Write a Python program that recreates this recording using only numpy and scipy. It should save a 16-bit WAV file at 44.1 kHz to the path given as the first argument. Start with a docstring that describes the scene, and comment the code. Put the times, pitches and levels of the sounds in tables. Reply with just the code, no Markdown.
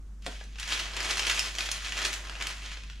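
"""A palm pats dough once, a wet slap and a hollow thump, over a low appliance hum.
The baking paper under the dough is then dragged and lifted with it, and settles back:
the sheet crackles and rubs, its creases buckle and snap.
Counter and tiles of the kitchen reflect pat and paper."""
import sys
import numpy as np
from scipy import signal
from scipy.fft import rfft, irfft
from scipy.io import wavfile

SR = 44100
rng = np.random.default_rng(int(sys.argv[2]) if len(sys.argv) > 2 else 0)


def store_pcm(level_fs):
    """Save levels as 16-bit WAV."""
    pcm = np.round(np.clip(level_fs, -1, 1) * 32767).astype(np.int16)
    wavfile.write(sys.argv[1], SR, np.atleast_2d(pcm).T)


N = 132300
T = np.arange(N) / SR
HZ = np.fft.rfftfreq(4096, 1 / SR)

# hum overtones: harmonic number, level/dB
HUM_OVERTONES = [(2, -70.5), (4, -68.5)]
# room air spectrum: f/Hz, relative density/dB
AIR_SPECTRUM = [(20, 1), (32, -2), (70, -2.5), (130, -4), (250, -10), (400, -19.5), (800, -26.5),
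                (1300, -25.5), (2500, -34.5), (4000, -37), (6500, -31.5), (10000, -40), (15000, -50)]
# reverberation time: f/Hz, T60/s
KITCHEN_T60 = [(200, 0.25), (1400, 0.37), (4000, 0.31), (12000, .38)]
# stereo width of reflections and air: f/Hz, side gain
SIDE_GAIN = [(100, 0.12), (500, 0.41), (1200, .53), (2500, .7), (7000, 0.49), (13000, 0.61)]
# wet slap spectrum: f/Hz, relative density/dB
SLAP_SPECTRUM = [(300, 5), (1000, -3), (1800, -4), (3200, 4), (4500, -4), (8000, -10), (11000, -21),
                 (15000, -42)]
# hollow thump spectrum: f/Hz, relative density/dB
THUMP_SPECTRUM = [(90, -37), (150, -1), (220, 7.5), (350, 2), (450, 1), (600, 6.5), (770, 0.5), (860, -38),
                  (1200, -20), (1500, 0), (1900, -12), (3000, -42)]
# paper spectrum: f/Hz, relative density/dB
PAPER_SPECTRUM = [(200, -19), (320, -9), (430, -11), (680, -7.5), (1000, -6.5), (1700, -1.5), (2400, 0),
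                  (3200, 0), (4100, -4), (6800, -7.5), (8350, -16.5), (10400, -19.5), (12500, -29.5),
                  (15500, -42.5)]
# how hard the paper is moved: t/s, level/dB
PAPER_MOTION = [(0.2, -82), (0.25, -50), (0.33, -50), (0.42, -54.5), (0.5, -60.5), (0.575, -53.5),
                (0.605, -40.5), (0.66, -39), (0.725, -29), (0.77, -37), (0.83, -39.5), (0.92, -43),
                (0.95, -40), (1.0, -34.5), (1.2, -38), (1.32, -32.5), (1.43, -37.5), (1.53, -47),
                (1.575, -46.5), (1.6, -37), (1.68, -44.5), (1.75, -37.5), (1.8, -42), (1.86, -34.5),
                (1.91, -43.5), (1.98, -35), (2.07, -40), (2.22, -52.5), (2.33, -48), (2.44, -43),
                (2.5, -40), (2.59, -50), (2.65, -41), (2.695, -44), (2.73, -38), (2.765, -50.5),
                (2.82, -50.5), (3.0, -55)]
# rustle tone: t/s, bass shelf/dB, treble shelf/dB
RUSTLE_SHELVES = [(0.3, -2, 1.5), (0.62, -10, -2.5), (0.76, 2.5, 0.5), (0.9, 5.5, -3.5), (1.1, 7.5, 5),
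                  (1.35, 2, 3), (1.55, 8.5, 6.5), (1.83, -4.5, -2), (2.05, 10, 5), (2.25, 13, 3.5),
                  (2.45, 7, -1.5), (2.61, -0.5, 0), (2.7, -1, -4.5), (2.85, -29, -10)]
# buckling creases: t/s, relative level/dB, decay/s, brightness/dB (treble up, bass down)
CREASE_SNAPS = [(0.2205, -51.5, 0.0056, 7), (0.41, -40.5, 0.0031, -18.5), (0.437, -46.5, 0.0048, 6.5),
                (0.556, -43, 0.0047, -11.5), (0.584, -34.5, .005, -4), (0.597, -38.5, 0.004, 17),
                (0.676, -42, .002, 21), (0.791, -27, 0.01, 2.5), (0.9663, -29, 0.0014, 11),
                (1.004, -21, 0.0019, 0), (1.096, -26, 0.0018, 5), (1.107, -22.5, .005, 4),
                (1.171, -20.5, .002, 2), (1.178, -24.5, 0.0027, 5), (1.193, -18.5, 0.0039, -1.5),
                (1.219, -25.5, 0.0027, -10.5), (1.2671, -20.5, 0.0032, 2.5), (1.2968, -16, 0.0038, 0),
                (1.3118, -22, .003, 1), (1.346, -33, .001, 11), (1.3933, -23.5, 0.0015, 18),
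                (1.459, -30.5, 0.0038, 3), (1.552, -25, 0.0012, 2), (1.5839, -24, 0.0045, 4),
                (1.605, -23.5, 0.0038, -4), (1.656, -30, 0.0087, 4.5), (1.6886, -22.5, 0.0023, -5.5),
                (1.7143, -26.5, 0.0034, 14), (1.8573, -32, 0.003, -4), (1.88, -33, 0.0019, -5),
                (1.9222, -19, 0.00089, -3.5), (1.976, -26, 0.0028, 3.5), (2.016, -28, 0.0051, 1),
                (2.045, -37.5, 0.007, 11.5), (2.048, -22, 0.0075, 5.5), (2.059, -33, 0.0061, 10),
                (2.129, -28.5, 0.0028, 12.5), (2.137, -27.5, 0.0029, 8), (2.2963, -24, 0.0012, -12),
                (2.353, -32, 0.0018, -10), (2.408, -27, .006, -6), (2.4223, -22.5, 0.0022, 0.5),
                (2.4696, -22, 0.0014, 8.5), (2.771, -33.5, 0.0025, -12), (2.834, -41.5, 0.0046, -1),
                (2.899, -34.5, 0.0019, -3.5)]

HUM_HZ, HUM_DB, WAVER_HZ, WAVER_DEPTH = 49.8, -42, 18, 0.11
AIR_DB = -55.5
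TAIL_DB, EARLY_DB, EARLY_DECAY_S = -3.5, -5.5, 0.012
PAT_S, SLAP_DB, SLAP_DECAY_S, THUMP_DB, THUMP_DECAY_S = 0.2636, -20, 0.0025, -31, 0.013
CRACKLES_PER_S, CRACKLE_DB, RUB_DB = 2400, -6, -6.5
CLUMPS_PER_S, CLUMP_DECAY_S, CLUMP_DB = 130, 0.00098, -5
FLUTTER_HZ, FLUTTER_DB = 46, 1.0
SNAP_GAIN_DB, SNAP_BASS_DB = 3, -7
PATCH_RANGE_HZ, PATCH_PEAK_DB, PATCH_WIDTH_OCT = (1310, 8800), 4, 0.52
LOW_CUT_HZ, BASS_HZ, TREBLE_HZ = 93, 1110, 5700


def amp(db):
    """dB to gain."""
    return 10 ** (np.asarray(db) / 20)


def unit(x):
    """Scale to rms 1."""
    return x / np.sqrt(np.mean(x ** 2) + 1e-20)


def read(table, hz):
    """Interpolate over log frequency."""
    table_hz, value = np.transpose(table)
    return np.interp(np.log(hz + 1), np.log(table_hz + 1), value)


def response(spectrum):
    """dB table to gains at HZ, rms 1."""
    return unit(amp(read(spectrum, HZ)))


def colour(x, gain):
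    """Minimum-phase filter from gains at HZ."""
    log_gain = np.log(np.maximum(gain, gain.max() * 1e-5))
    log_response = np.conj(signal.hilbert(np.r_[log_gain, log_gain[-2:0:-1]]))
    taps = irfft(np.exp(log_response)[:len(HZ)])
    return signal.oaconvolve(x, taps if x.ndim == 1 else taps[None], axes=-1)[..., :N]


def shelf(x, gain_db, hz, kind):
    """Low or high shelf."""
    band = signal.sosfiltfilt(signal.butter(1, hz, kind, fs=SR, output="sos"), x)
    return x + (amp(gain_db) - 1) * band


def drift(hz):
    """Random motion below hz, rms 1."""
    rolloff = 1 + (np.fft.rfftfreq(N, 1 / SR) / hz) ** 4
    return unit(irfft(rfft(rng.standard_normal(N)) / rolloff, N))


def add(mix, start_s, sound):
    """Mix in place at start_s."""
    part = mix[round(start_s * SR):][:len(sound)]
    part += sound[:len(part)]


def ticks(per_s, spread_db=2.5):
    """Sparse clicks, large ones rare."""
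    chance = rng.random(N) * SR / per_s
    hit = chance < 1
    clicks = np.zeros(N)
    clicks[hit] = amp(spread_db * np.minimum(-np.log(chance[hit]), 3.5))
    return clicks


def burst(decay_s, rise_ratio=0.28, clicks_per_s=14000, samples=4096):
    """Avalanche of tiny clicks: quick swell, exponential decay."""
    age = T[:samples] / decay_s
    envelope = (1 - np.exp(-age / rise_ratio)) * np.exp(-age)
    clicks = rng.standard_normal(samples) * (rng.random(samples) < clicks_per_s / SR) * envelope
    return clicks * np.linalg.norm(envelope) / (np.linalg.norm(clicks) + 1e-12)


def room_air():
    """Faint steady noise; left, right."""
    mid, side = colour(rng.standard_normal((2, N)), response(AIR_SPECTRUM))
    side = colour(side, read(SIDE_GAIN, HZ))
    return amp(AIR_DB) * np.array([mid + side, mid - side])


def appliance_hum():
    """Fundamental wavering in level and phase, plus steady overtones."""
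    phase = 2 * np.pi * HUM_HZ * T
    in_phase = (1 + WAVER_DEPTH * drift(WAVER_HZ)) * np.sin(phase)
    quadrature = WAVER_DEPTH * drift(WAVER_HZ) * np.cos(phase)
    overtones = sum(amp(db) * unit(np.sin(k * phase)) for k, db in HUM_OVERTONES)
    return amp(HUM_DB) * unit(in_phase + quadrature) + overtones


def kitchen(x):
    """Direct sound, early reflections off counter and tiles, diffuse tail; mid, side."""
    t = T[:SR // 2]
    hz, frame_s, noise = signal.stft(rng.standard_normal((2, len(t))), SR, nperseg=256)
    decay = amp(-60 * frame_s / read(KITCHEN_T60, hz)[:, None])
    tail = signal.istft(noise * decay, SR, nperseg=256)[1][:, :len(t)]
    tail *= 1 - np.exp(-t / 0.004)
    spikes = rng.choice([-1, 1], tail.shape) * (rng.random(tail.shape) < 0.08)
    early = spikes * np.exp(-t / EARLY_DECAY_S) * (t > 0.0006)
    echoes = sum(amp(db) * part / np.linalg.norm(part, axis=1, keepdims=True)
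                 for db, part in [(TAIL_DB, tail), (EARLY_DB, early)])
    mid, side = signal.oaconvolve(x[None], echoes, axes=1)[:, :N]
    return amp(-1.5) * np.array([x + mid, side])


def palm_pat():
    """Palm lands on dough: short wet slap, longer hollow thump."""
    slap, thump = np.zeros((2, N))
    add(slap, PAT_S, amp(SLAP_DB) * burst(SLAP_DECAY_S))
    add(thump, PAT_S, amp(THUMP_DB) * burst(THUMP_DECAY_S))
    return colour(slap, response(SLAP_SPECTRUM)) + colour(thump, response(THUMP_SPECTRUM))


def rustle(share):
    """Crackles, crackle clumps and rubbing from a share of the sheet."""
    fibres = rng.standard_normal(N)
    crackles = unit(ticks(share * CRACKLES_PER_S) * np.sign(fibres))
    onsets = ticks(share * CLUMPS_PER_S) ** 0.5 + 1e-9
    pole = np.exp(-1 / (CLUMP_DECAY_S * SR))
    clumps = unit(signal.lfilter([1], [1, -pole], onsets) * fibres)
    rub = rng.standard_normal(N)
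    return np.sqrt(share) * (amp(CRACKLE_DB) * crackles + amp(CLUMP_DB) * clumps + amp(RUB_DB) * rub)


def crease_snap(level_db, decay_s, bright_db):
    """A crease buckles: one click burst, tilted by brightness."""
    snap = amp(level_db + SNAP_GAIN_DB) * burst(decay_s)
    snap = shelf(snap, SNAP_BASS_DB - bright_db, BASS_HZ, "low")
    return shelf(snap, bright_db, TREBLE_HZ, "high")


def baking_paper(patches=5):
    """Patches of the sheet rustle and snap, each with its own rustle band and echoes; mid, side."""
    motion = amp(np.interp(T, *np.transpose(PAPER_MOTION)) + FLUTTER_DB * drift(FLUTTER_HZ))
    times_s, *shelves_db = np.transpose(RUSTLE_SHELVES)
    bass_db, treble_db = [np.interp(T, times_s, db) for db in shelves_db]
    sheet = np.zeros((2, N))
    for k, centre_hz in enumerate(np.geomspace(*PATCH_RANGE_HZ, patches)):
        band = np.exp(-(np.log2((HZ + 1) / centre_hz) / PATCH_WIDTH_OCT) ** 2)
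        patch = colour(motion * rustle(1 / patches), amp(PATCH_PEAK_DB * (band - 1 / patches)))
        patch = shelf(patch, bass_db, BASS_HZ, "low")
        patch = shelf(patch, treble_db, TREBLE_HZ, "high")
        for start_s, level_db, decay_s, bright_db in CREASE_SNAPS[k::patches]:
            add(patch, start_s, crease_snap(level_db, decay_s, bright_db))
        sheet += kitchen(patch)
    low_cut = 1 / np.sqrt(1 + (LOW_CUT_HZ / (HZ + 1)) ** 4)
    return colour(sheet, unit(response(PAPER_SPECTRUM) * low_cut))


def scene(skew_samples=0.34):
    """Paper and pat in the kitchen, over hum and air; left, right."""
    mid, side = baking_paper() + kitchen(palm_pat())
    side = colour(side, read(SIDE_GAIN, HZ))
    side -= skew_samples * np.gradient(mid)  # left lags, right leads
    return np.array([mid + side, mid - side]) + appliance_hum() + room_air()


def record(dry, cutoff_hz=15750):
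    """Steep linear-phase low-pass."""
    taps = signal.firwin(511, cutoff_hz, window=("kaiser", 9), fs=SR)
    return signal.oaconvolve(dry, taps[None], "same")


dry = scene()
out = record(dry)
store_pcm(out)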